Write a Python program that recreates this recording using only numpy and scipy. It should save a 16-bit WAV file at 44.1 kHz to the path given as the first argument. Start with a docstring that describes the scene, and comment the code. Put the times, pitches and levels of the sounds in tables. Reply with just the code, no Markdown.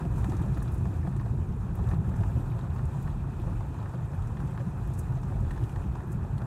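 """Stones boom and shudder through the cabin of a car rolling slowly over cobbles, heard from inside at one microphone.
A random patter and single thuds ring the body, cabin air, tyre cavities and floor; shaped noise makes
the tyre roar, the air from the vents and the hiss above it, and grit taps under the tread.
Close by, loose trim knocks with ringing panel modes, bursts of noise click, and grainy treble rustles."""
import sys
import numpy as np
from scipy import signal
from scipy.fft import rfft, irfft, next_fast_len
from scipy.io import wavfile
from scipy.ndimage import uniform_filter1d, map_coordinates

SR = 44100
rng = np.random.default_rng(int(sys.argv[2]) if len(sys.argv) > 2 else 0)


def log_audio(samples):
    """Write samples as a 16-bit WAV file to the path given in sys.argv[1]."""
    # one column per channel
    frames = np.atleast_2d(samples).T
    # limit to full scale, then quantise
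    limited = np.clip(frames, -1, 1)
    pcm = np.round(limited * 32767).astype(np.int16)
    wavfile.write(sys.argv[1], SR, pcm)


N = 284886  # length in samples

# Air noise along the road. Each row: time in seconds, tyre roar in dB, vent rush in dB, hiss in dB.
AIR_LEVELS = [(0.0, -42.5, -60.5, -63), (0.07, -52, -68, -69.5), (0.2, -47, -62.5, -65.5),
              (0.41, -46.5, -65.5, -67), (0.59, -49.5, -64.5, -65.5), (0.8, -50.5, -67, -67.5),
              (1.51, -52.5, -68.5, -70.5), (1.75, -51, -67.5, -69.5), (1.9, -47, -66, -64.5),
              (1.99, -52, -69.5, -72.5), (2.07, -48.5, -68.5, -68.5), (2.33, -50.5, -66, -67.5),
              (2.64, -49.5, -67.5, -69.5), (2.99, -50, -66, -67), (3.24, -51.5, -67, -70.5),
              (3.45, -50, -66, -67), (3.6, -51, -67, -69.5), (3.74, -50, -65.5, -69.5),
              (4.04, -51, -68, -70), (4.3, -50, -68, -68.5), (4.53, -49.5, -66.5, -69),
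              (5.24, -51, -67.5, -69), (5.6, -50, -65, -67.5), (5.92, -50.5, -68, -70.5),
              (6.4, -50, -69.5, -71)]
# Resonances of the trim panels. Each row: pitch in Hz, relative level in dB.
PANEL_MODES = [(535, -1), (690, -1.5), (790, -5.5), (880, -3.5), (970, -5), (1090, -6), (1220, -7.5),
               (1430, -11.5), (1650, -9.5), (1790, -8), (1970, -21), (2300, -20), (2500, -19.5),
               (2850, -18), (3200, -20), (3480, -19.5), (3820, -18), (4200, -23), (4520, -26), (5700, -24),
               (6300, -29)]


def amp(db):
    """Decibels to gain."""
    return 10 ** (np.asarray(db) / 20)


def unit(x):
    """Scaled to rms 1."""
    return x / np.sqrt(np.mean(x ** 2) + 1e-20)


def curves(rows):
    """One value per sample for each column after the time."""
    s, *cols = np.transpose(rows)
    return [np.interp(np.arange(N) / SR, s, c) for c in cols]


def wobble(rate):
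    """A smooth random curve, rate knots a second."""
    knots = rng.standard_normal(int(N * rate / SR) + 4)
    return map_coordinates(knots, [np.arange(N) * rate / SR])


def filtered(x, response):
    """x times a response of frequency, real or complex."""
    m = next_fast_len(len(x) + 8192)
    return irfft(rfft(x, m) * response(np.fft.rfftfreq(m, 1 / SR)), m)[:len(x)]


def modes(table):
    """Causal response of (Hz, width Hz, dB) resonances, neighbours in opposite phase."""
    def response(f):
        total = 0
        for k, (centre, width, db) in enumerate(table):
            damping = 1j * f * width
            total = total + (-1) ** k * amp(db) * damping / (centre * centre - f * f + damping)
        return total
    return response


def rush(spectrum, patchy_db):
    """Noise of rms 1 coloured by (Hz, dB per Hz) points, with random gain in patches of time and pitch."""
    z = signal.stft(rng.standard_normal(N + 512), nperseg=256)[2]
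    field = uniform_filter1d(rng.standard_normal(z.shape), 6, 0)  # smooth across pitch
    field = uniform_filter1d(field, 8, 1)  # smooth across time
    x = signal.istft(z * amp(patchy_db * unit(field)), nperseg=256)[1][:N]
    hz, db = np.transpose(spectrum)
    return unit(filtered(x, lambda f: amp(np.interp(np.log(f + 1), np.log(hz), db, -120, -120))))


def steady(x, span):
    """x with its level evened out over span seconds."""
    power = uniform_filter1d(x ** 2, int(span * SR))
    return x / np.sqrt(np.abs(power) + 1e-9)


def taps(rows, sharp, snap):
    """Rows (s, peak dB, Hz, burst t60 s): dying noise rings a resonance of Q sharp, passed twice."""
    out, t = np.zeros(N + SR), np.arange(2048) / SR
    for s, db, hz, t60 in rows:
        onset = 1 - 0.56 * np.exp(-t / 0.0032)
        burst = rng.standard_normal(len(t)) * amp(-60 * t / t60) * onset
        burst[:3] += snap * np.array([1, 2, 1])  # the first contact
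        peak = signal.iirpeak(hz, sharp, SR)
        ring = signal.lfilter(*peak, signal.lfilter(*peak, burst))
        out[round(s * SR):][:len(t)] += amp(db) * ring / np.abs(ring).max()
    return out[:N]


def scatter(count, top_db, spread_db, hz, octaves, t60):
    """Rows of random small taps: exponential drops below top_db, spread_db on average, hz +- octaves."""
    when, strength, pitch = rng.random((count, 3)).T
    level_db = top_db + spread_db * np.log(strength + 1e-9)
    pitch_hz = hz * 2 ** (octaves * (2 * pitch - 1))
    return np.c_[when * N / SR, level_db, pitch_hz, np.full(count, t60)]


def cobbles():
    """Random stone blows ring four parts of the car; a big stone swings one mode and quiets its part's patter."""
    # Patter of small stones before its random swings. Each row: time in seconds, body shake in dB,
    # cabin boom in dB, tyre cavity in dB, floor drumming in dB.
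    patter_levels = [(0.0, -34, -30.5, -43.5, -46), (0.4, -30.5, -32, -41, -47.5),
                     (0.83, -37.5, -32, -42, -46), (1.64, -34.5, -33, -41.5, -50.5),
                     (2.05, -32.5, -31.5, -39.5, -49), (2.28, -36.5, -30.5, -41.5, -49),
                     (3.35, -35.5, -34, -44.5, -53), (3.72, -40, -36, -50.5, -48),
                     (4.06, -41, -34, -49.5, -55.5), (4.39, -35, -35, -41, -51.5),
                     (4.64, -38, -34, -45.5, -50), (5.24, -38, -32, -44, -50), (5.4, -36, -33, -42, -48),
                     (5.63, -33.5, -34.5, -48.5, -48), (6.08, -36.5, -35.5, -47, -50),
                     (6.46, -34.5, -32.5, -42, -51.5)]
    # Modes of body shake, cabin air, tyre air cavity and floor panel.
    # Each row: pitch in Hz, width in Hz, relative level in dB.
    body_modes = [(38.6, 4.4, -5.5), (46, 15, 0), (61.87, 48.6, -1.5)]
    cabin_modes = [(85.56, 22.8, -5), (113.7, 12.5, -1), (130.1, 19, 0), (149.07, 42.2, -8.5)]
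    cavity_modes = [(170.4, 40.8, -3.5), (187.1, 28.7, 0), (208.4, 27, -7.5)]
    floor_modes = [(240.5, 63, 0.5), (308.3, 16.7, 3), (354, 29, 1), (440, 74, -16)]
    # Big stones under a wheel. Each row: middle in seconds, rms level at the middle in dB, thud pitch in Hz.
    big_stones = [(0.055, -37, 242), (0.056, -34, 161), (0.065, -39, 361), (0.12, -30, 115.7),
                  (0.17, -38, 44), (0.233, -24, 114.3), (0.267, -32.5, 180), (0.29, -35, 275),
                  (0.294, -34, 334), (0.324, -33, 92), (0.347, -36.5, 321), (0.389, -28, 61),
                  (0.405, -28.5, 171), (0.417, -34.5, 298), (0.484, -30.5, 192.4), (0.485, -29.5, 72),
                  (0.569, -39, 300), (0.683, -30.5, 121), (0.74, -28.5, 81), (0.878, -31.5, 181),
                  (0.899, -27.5, 107.6), (0.908, -37, 288), (0.863, -28, 70), (0.943, -47, 323),
                  (1.034, -31.5, 85.8), (1.043, -28, 124), (1.054, -37.5, 320), (1.083, -28, 181),
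                  (1.107, -44, 248), (1.127, -29.5, 129), (1.168, -39.5, 345), (1.207, -41, 307),
                  (1.257, -28, 107.5), (1.322, -41, 253), (1.372, -41, 205), (1.392, -40, 334),
                  (1.393, -30.5, 54), (1.397, -27.5, 95), (1.506, -33, 188), (1.56, -38, 210),
                  (1.613, -33.5, 101), (1.648, -35.5, 181), (1.716, -33.5, 178), (1.742, -33.5, 44),
                  (1.806, -32.5, 178), (1.811, -33.5, 75), (1.846, -39, 385), (1.873, -26.5, 113.7),
                  (1.931, -29.5, 86), (1.936, -40, 312), (1.94, -26, 174), (1.999, -34.5, 168.8),
                  (2.055, -36, 210), (2.062, -25, 129), (2.11, -34, 178), (2.143, -38, 228),
                  (2.207, -27.5, 173), (2.211, -22.5, 96.5), (2.215, -43.5, 385), (2.251, -29.5, 55),
                  (2.26, -44, 291), (2.275, -26.5, 97), (2.359, -27.5, 75), (2.37, -35.5, 240),
                  (2.375, -40, 345), (2.372, -21.5, 120.1), (2.401, -37.5, 288), (2.459, -35, 39),
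                  (2.532, -28.5, 112.8), (2.648, -26.5, 108.5), (2.71, -36, 68), (2.841, -28.5, 135.7),
                  (2.873, -28.5, 75), (2.966, -28, 142), (2.989, -40, 226), (3.048, -38, 205),
                  (3.053, -39, 39), (3.092, -30, 145), (3.153, -34, 43), (3.289, -42.5, 256),
                  (3.332, -39, 210), (3.401, -39, 323), (3.417, -38, 205), (3.527, -39.5, 291),
                  (3.575, -31, 45), (3.6, -29.5, 110.3), (3.662, -32.5, 65), (3.956, -34.5, 182),
                  (3.961, -43, 350), (4.04, -32.5, 124), (4.205, -28.5, 87), (4.23, -33, 44),
                  (4.42, -42, 291), (4.45, -31.5, 135.1), (4.455, -31.5, 175), (4.613, -28.5, 120),
                  (4.675, -27.5, 180), (4.863, -31.5, 54.4), (4.991, -29, 90.1), (5.11, -23.5, 121),
                  (5.162, -28, 136), (5.203, -37, 39), (5.249, -33, 170), (5.308, -45, 242),
                  (5.378, -30, 51.1), (5.418, -37, 204), (5.463, -31, 81), (5.5, -33, 40),
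                  (5.527, -47, 301), (5.624, -36, 323), (5.635, -24, 114.3), (5.672, -43, 285),
                  (5.862, -42, 307), (5.867, -34, 178), (5.897, -30, 65.7), (5.99, -31.5, 129.5),
                  (6.041, -40.5, 366), (6.106, -40, 345), (6.151, -27, 127.2), (6.156, -32.5, 192),
                  (6.282, -43, 253)]
    # Brief let-ups of the patter. Each row: middle in seconds, depth from 0 to 1 (held to 0.95),
    # pitch in Hz that picks the nearest part to quiet.
    let_ups = [(0.131, 0.8, 190), (0.155, 0.4, 110), (0.684, 0.5, 50), (0.752, .7, 190), (1.009, 0.9, 190),
               (1.289, 0.9, 110), (1.474, 0.35, 110), (1.541, 0.8, 110), (1.748, 0.8, 109), (2.015, .6, 50),
               (2.027, 0.8, 110), (2.461, 0.8, 190), (2.593, 0.8, 110), (2.649, 0.5, 50), (2.708, .7, 190),
               (3.134, 0.4, 110), (3.338, 0.64, 110), (3.741, 0.6, 110), (3.768, 0.6, 190),
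               (3.908, .7, 190), (3.982, .7, 50), (4.09, .7, 190), (4.096, 0.7, 110), (4.49, .6, 110),
               (4.621, 0.6, 50), (4.729, 0.3, 110), (4.873, 0.9, 110), (4.922, 0.6, 190), (5.048, 0.4, 50),
               (5.065, 0.6, 110), (5.491, .7, 190), (5.499, .7, 110), (5.584, 1, 110), (5.66, .7, 190),
               (5.721, 0.8, 50), (5.804, 1, 110), (6.022, 0.7, 110), (6.406, 0.9, 110)]
    bump_cycles, lull_cycles = 1.97, 1.57  # time from the middle to 1/e, in cycles of the row's pitch
    lurch_db, lurch_cycles = 2.5, 4.5  # random swings of the patter, cycles between knots

    t = np.arange(N) / SR
    parts = (body_modes, cabin_modes, cavity_modes, floor_modes)
    centres_hz = np.array([np.sqrt(table[0][0] * table[-1][0]) for table in parts])

    def nearest_part(hz):
        """Index of the part whose centre lies nearest in pitch."""
        return np.argmin(np.abs(np.log(hz / centres_hz)))

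    thuds, unload = np.zeros(N), np.ones((len(parts), N))
    for (s, db, hz), turn in zip(big_stones, rng.random(len(big_stones))):
        near = slice(max(round((s - .15) * SR), 0), round((s + .15) * SR))
        swell = np.exp(-((t[near] - s) * hz / bump_cycles) ** 2)
        swing = np.sin(2 * np.pi * (hz * t[near] + turn))
        thuds[near] += np.sqrt(2) * amp(db) * swell * swing
        unload[nearest_part(hz), near] *= 1 - 0.41 * swell
    for s, depth, hz in let_ups:
        dip = np.exp(-((t - s) * hz / lull_cycles) ** 2)
        unload[nearest_part(hz)] *= 1 - min(depth, .95) * dip

    out = thuds
    for level_db, table, centre_hz, rest in zip(curves(patter_levels), parts, centres_hz, unload):
        blows = rng.standard_normal(N) * (rng.random(N) < 400 / SR)  # about 400 a second
        broad = modes([(centre_hz, 1.6 * table[0][0], 0)])  # steepens the skirts
        ring = filtered(blows, lambda f: modes(table)(f) * broad(f))
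        even_s = 4 / table[0][0]  # springs and dampers even out the blows over a few cycles
        swing_db = lurch_db * wobble(centre_hz / lurch_cycles)
        out = out + rest * amp(level_db + swing_db) * steady(ring, even_s)
    return out


def tyres_and_vents():
    """Tyre roar, vent rush, hiss and topmost air: coloured noise whose levels share one random flutter."""
    # Colours of the noises. Each row: frequency in Hz, relative density in dB per Hz.
    roar_colour = [(240, -10), (400, 1), (490, -2.5), (580, -7), (720, -1), (915, 0.5), (1150, -5),
                   (1280, -4.5), (1740, -12), (2140, -21.5), (2300, -49), (2990, -71), (5060, -120)]
    vent_colour = [(1700, -33), (2180, -10), (2400, -0.5), (2560, 0.5), (2720, -6), (2900, -8.5),
                   (3800, -9.5), (4900, -18), (6000, -24)]
    hiss_colour = [(3800, -19), (5000, -7), (6300, -2.5), (7400, 0), (8700, -2), (10000, -6), (12000, -8),
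                   (14000, -11), (15800, -19), (17000, -30)]
    top_colour = [(8500, -30), (10300, -9), (12000, -2), (13500, -8), (15800, -14), (17000, -30)]
    # The topmost air. Each row: time in seconds, level in dB before the 6.5 dB cut below.
    top_levels = [(0.05, -77), (0.3, -73), (0.54, -76), (1.5, -82), (2.17, -73), (2.28, -73), (2.42, -67),
                  (2.6, -78), (4.35, -81), (4.91, -76), (5.25, -76), (5.57, -75), (5.89, -78), (6.4, -77)]
    roar_db, vent_db, hiss_db = curves(AIR_LEVELS)
    top_db = curves(top_levels)[0] - 6.5
    jolt = wobble(23.11)
    roar = amp(roar_db + 0.13 * jolt + 0.11 * wobble(44)) * rush(roar_colour, patchy_db=1.37)
    vent = amp(vent_db + 0.51 * jolt + 0.16 * wobble(30)) * rush(vent_colour, patchy_db=1.65)
    hiss = amp(hiss_db + 0.54 * jolt + 0.56 * wobble(30)) * rush(hiss_colour, patchy_db=1.3)
    top = amp(top_db + 0.3 * jolt) * rush(top_colour, patchy_db=1.6)
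    return roar + vent + hiss + top


def grit():
    """Clumps of small stones under the tread tap the panel modes, softened by the tyre rubber."""
    per_s, below_roar_db = 300, -7  # mean taps a second; level against the tyre roar
    clump_db, spread_db = 5.5, 5  # swing of the clumps; spread from tap to tap
    width = 0.074  # mode width as a share of its pitch
    rubber_hz = 1500  # the tyre softens grit above this

    size_db = clump_db * np.tanh(wobble(25)) + spread_db * np.clip(rng.standard_normal(N), -2, 2)
    size = amp(size_db) * np.sign(rng.standard_normal(N))
    blows = size * (rng.random(N) < per_s / SR)
    panel = modes([(hz, width * hz, db) for hz, db in PANEL_MODES])
    rubber = lambda f: (1 + 1j * f / rubber_hz) ** -3
    roar_db = curves(AIR_LEVELS)[0]
    return amp(roar_db + below_roar_db) * unit(filtered(blows, lambda f: panel(f) * rubber(f)))


def chatter():
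    """Faint taps at random times run under the louder trim, one set midrange and one treble."""
    middle = scatter(count=400, top_db=-49.5, spread_db=12.0, hz=1074, octaves=0.73, t60=0.019)
    treble = scatter(count=150, top_db=-57.5, spread_db=15.0, hz=7950, octaves=0.61, t60=0.023)
    return taps(middle, sharp=2.3, snap=1.8) + taps(treble, sharp=2.8, snap=0.95)


def knocks():
    """Each blow on the trim starts a dry crack and rings panel modes near its centre; high modes die sooner."""
    # Trim knocks. Each row: start in seconds, nominal strength in dB, centre of the modes struck in Hz,
    # spread in octaves (at least 0.1 is used).
    blows = [(0.052, -30.5, 670, 0.17), (0.182, -36, 1060, 0.23), (0.243, -32.5, 1730, 1.2),
             (0.298, -36, 3200, 0.33), (0.319, -34.5, 1620, 1.2), (0.334, -38, 1100, 1),
             (0.367, -40, 3860, 0.2), (0.394, -38, 1430, 0.79), (0.424, -39, 3600, 0.35),
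             (0.46, -33, 600, .37), (0.513, -39, 660, 0.17), (0.543, -39, 4500, .25),
             (0.572, -33.5, 1240, .9), (0.602, -36, 4500, .25), (0.62, -33, 1290, 0.44),
             (0.678, -35, 3800, .2), (0.855, -32.5, 960, 0.77), (0.87, -35, 730, 0.18),
             (1.03, -32, 2000, 0.15), (1.052, -37, 800, 0.26), (1.067, -36.5, 1500, 0.63),
             (1.0732, -28, 760, 0.38), (1.123, -40, 2000, 0.27), (1.127, -36, 1100, .25),
             (1.163, -41, 1500, 1), (1.197, -36, 1410, 0.73), (1.212, -35, 1100, 0.35),
             (1.258, -38, 1500, 0.32), (1.261, -31.5, 710, 0.35), (1.525, -38, 900, 0.22),
             (1.774, -42, 850, 0.28), (1.79, -35.5, 880, 0.55), (1.841, -41, 3700, .4),
             (1.888, -32.5, 3900, 0.17), (1.912, -34, 1700, 1.05), (1.916, -33.5, 1900, 0.28),
             (1.92, -35, 700, 0.37), (1.933, -37, 1000, 1), (1.942, -37, 4100, .25),
             (2.091, -32.5, 935, 0.24), (2.14, -39, 1500, 1), (2.21, -28.5, 790, 0.16),
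             (2.234, -33.5, 1690, 0.6), (2.236, -30, 970, 0.16), (2.361, -32, 510, 0.14),
             (2.394, -36, 560, 0.24), (2.5, -43, 3700, .25), (2.517, -33, 2380, 0.17),
             (2.591, -31, 900, 0.22), (2.593, -44, 3600, .3), (2.611, -38, 3750, .25),
             (2.651, -38, 710, 0.19), (2.662, -42, 550, 0.24), (2.702, -42, 3600, .2),
             (2.762, -31, 1210, .2), (2.784, -41, 3800, .22), (2.79, -34.5, 1280, 1),
             (3.076, -34.5, 1600, 0.59), (3.079, -34, 1000, .2), (3.103, -41.5, 3100, .4),
             (3.415, -42, 3400, .25), (3.497, -37, 560, .2), (3.607, -32, 910, 0.32),
             (3.743, -35.5, 940, .15), (3.787, -34, 1120, 0.26), (3.8, -40, 3830, .1),
             (3.827, -32, 1000, 0.23), (3.828, -37, 2500, .35), (3.858, -36.5, 1720, 0.68),
             (3.896, -36.5, 900, 0.18), (3.937, -34, 700, 0.95), (3.945, -31, 500, 0.28),
             (3.953, -39, 3200, .2), (4.145, -35, 1410, 0.19), (4.222, -41, 3600, 0.35),
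             (4.37, -40.5, 2200, 1.4), (4.401, -39.5, 1640, 1.34), (4.401, -37, 1080, .2),
             (4.477, -37, 915, 0.12), (4.576, -31.5, 1430, 0.3), (4.576, -33, 940, 0.27),
             (4.576, -39, 2700, 0.46), (4.594, -42, 3480, .12), (4.598, -32, 560, 0.17),
             (4.604, -36, 1640, 0.11), (4.612, -31, 530, 0.14), (5.098, -38, 560, 0.25),
             (5.123, -33.5, 1130, 0.34), (5.172, -33.5, 685, 0.092), (5.232, -32, 1110, 0.3),
             (5.341, -33, 2300, .1), (5.359, -34, 740, 0.14), (5.426, -39, 850, 0.13),
             (5.462, -41, 880, 0.17), (5.508, -31, 1790, 0.15), (5.51, -35, 3000, .45),
             (5.512, -29, 910, 0.15), (5.535, -40, 1650, .15), (5.536, -38, 800, 0.18),
             (5.562, -33.5, 880, 0.15), (5.576, -35, 1700, 0.27), (5.579, -34, 900, 0.16),
             (5.612, -35, 800, 0.18), (5.627, -41, 1790, 0.11), (5.638, -34, 2960, 0.36),
             (5.694, -34, 2600, 0.3), (5.759, -38, 2800, 0.25), (5.76, -32.5, 1790, .15),
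             (5.762, -33, 980, .15), (5.877, -40, 900, 0.18), (5.954, -31.5, 1170, 0.35),
             (6.005, -39, 1800, 0.27), (6.368, -39, 720, 0.14), (6.229, -39, 2000, 0.6),
             (6.379, -39, 3000, 0.4), (6.381, -32, 4200, .12), (6.417, -37, 1000, 2.3),
             (6.419, -37, 1790, .12)]
    ring_t60_s = 0.036  # for a 1000 Hz mode and a spread of 0.4 octaves
    rise_cycles = 1.4  # build-up time in cycles of the centre, for a spread of 0.4 octaves
    crisp = 0.075  # blows that strike many modes are harder: they rise and die sooner
    crack_db, crack_t60_s = -4.5, 0.026  # noise that drives the crack, against the centre mode

    out, t = np.zeros(N + SR), np.arange(4096) / SR
    hz, mode_db = np.transpose(PANEL_MODES)[:, :, None]
    for s, db, centre_hz, spread in blows:
        vary_level, vary_pitch, vary_phase = rng.standard_normal((3, len(hz), 1))
        spread = max(spread, .1)
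        soft = (0.4 / spread) ** crisp
        off = (np.log2(hz / centre_hz) / spread) ** 2
        level_db = db - 0.5 + mode_db - 4 * (off - off.min()) + 1.4 * vary_level
        fade_db = -60 * t / (ring_t60_s * soft * (1000 / hz) ** 0.24)
        phase = 2 * np.pi * hz * (1 + 0.014 * vary_pitch) * t + 0.83 * vary_phase
        ring = (amp(level_db + fade_db) * np.sin(phase)).sum(0)
        # the loose panel buzzes: slight random roughness of the ring
        buzz = 1 + 0.057 * unit(uniform_filter1d(rng.standard_normal(len(t)), size=40))
        rise = 1 - np.exp(-t * centre_hz / rise_cycles / soft ** 2)
        centre_db = np.interp(centre_hz, hz[:, 0], mode_db[:, 0])
        crack_fade = amp(db + crack_db + centre_db - 60 * t / crack_t60_s)
        crack_noise = signal.lfilter(*signal.iirpeak(centre_hz, 1, SR), rng.standard_normal(len(t)))
        out[round(s * SR):][:len(t)] += crack_fade * crack_noise + ring * buzz * rise
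    return out[:N]


def rustles():
    """Something thin crinkles: a grainy puff of treble that swells and fades."""
    # Brief rustles. Each row: middle in seconds, level at the middle in dB,
    # time from the middle to 1/e in seconds, pitch in Hz.
    puffs = [(0.184, -61, 0.031, 7500), (0.305, -64.5, 0.094, 7500), (0.744, -61, 0.013, 11000),
             (4.944, -61, 0.009, 8000), (4.995, -52, 0.013, 7800), (6.125, -57, 0.011, 9900)]
    out, t = 0, np.arange(N) / SR
    for s, db, half, hz in puffs:
        grain = rng.standard_normal(N) * amp(2.7 * wobble(900))
        resonance = modes([(hz, 1.1 * hz, 0)])
        low_cut = lambda f: 1 / (1 + (5200 / (f + 1)) ** 6)
        high_cut = lambda f: 1 / (1 + (f / 13000) ** 4)
        treble = filtered(grain, lambda f: resonance(f) ** 2 * low_cut(f) * high_cut(f))
        swell = np.exp(-np.abs((t - s) / half) ** 1.04)
        out = out + amp(db) * swell * unit(treble)
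    return out


def clicks():
    """Trim clips click: short noise bursts through a broad resonance, the higher ones dying sooner."""
    # Bright clicks. Each row: start in seconds, peak level in dB, pitch in Hz.
    bright = [(0.1984, -60, 11000), (0.245, -46, 7460), (0.2952, -48, 6200), (0.319, -57, 6500),
              (0.367, -47, 6500), (0.4164, -53, 8410), (0.545, -54, 5000), (0.5766, -51, 12300),
              (0.625, -44, 8440), (0.7203, -50, 11400), (0.78, -51, 8500), (0.8104, -60, 9300),
              (0.9684, -63, 12100), (1.165, -51.5, 7650), (1.196, -57, 4500), (1.21, -56, 9000),
              (1.7534, -48, 11400), (1.8875, -51, 8060), (2.093, -57, 8000), (2.094, -62, 13500),
              (2.1605, -51, 7610), (2.203, -58, 7000), (2.2236, -55, 7900), (2.286, -60, 7000),
              (2.384, -64, 8000), (2.594, -58, 8000), (2.7482, -59, 14000), (2.8534, -50.5, 8200),
              (3.025, -52, 7500), (3.0252, -51, 12500), (3.397, -59, 13000), (3.418, -56, 7700),
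              (3.6634, -59, 11000), (4.2223, -55, 7800), (4.272, -54, 6470), (4.369, -59, 5500),
              (4.4014, -57, 7710), (4.4725, -56, 7920), (4.779, -58, 13500), (4.8733, -51, 10500),
              (4.936, -48, 8290), (4.951, -50, 7500), (4.976, -54, 8500), (4.991, -42, 10500),
              (5.231, -55, 6000), (5.4051, -55, 7740), (5.512, -48, 8200), (5.6376, -52, 8360),
              (5.657, -60, 13000), (5.6935, -53, 7890), (5.719, -55, 7730), (5.9546, -56, 5800),
              (6.12, -51, 8000), (6.3802, -51, 8400)]
    t60_s, shortens = 0.039, 0.99  # burst decay at 8000 Hz; how steeply it shortens with pitch
    rows = [(s, db, hz, t60_s * (8000 / hz) ** shortens) for s, db, hz in bright]
    return taps(rows, sharp=1.35, snap=1.0)


def scene():
    """All sources at the one microphone."""
    road = cobbles() + tyres_and_vents() + grit()
    trim = chatter() + knocks() + rustles() + clicks()
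    return (road + trim)[None]


def record(dry):
    """The phone thins the lowest bass and keeps nothing above its band limit."""
    bass_cut_hz, top_hz = 9, 15770
    return filtered(dry[0], lambda hz: (hz < top_hz) / (1 + (bass_cut_hz / (hz + 1)) ** 4))[None]


dry = scene()
out = record(dry)
log_audio(out)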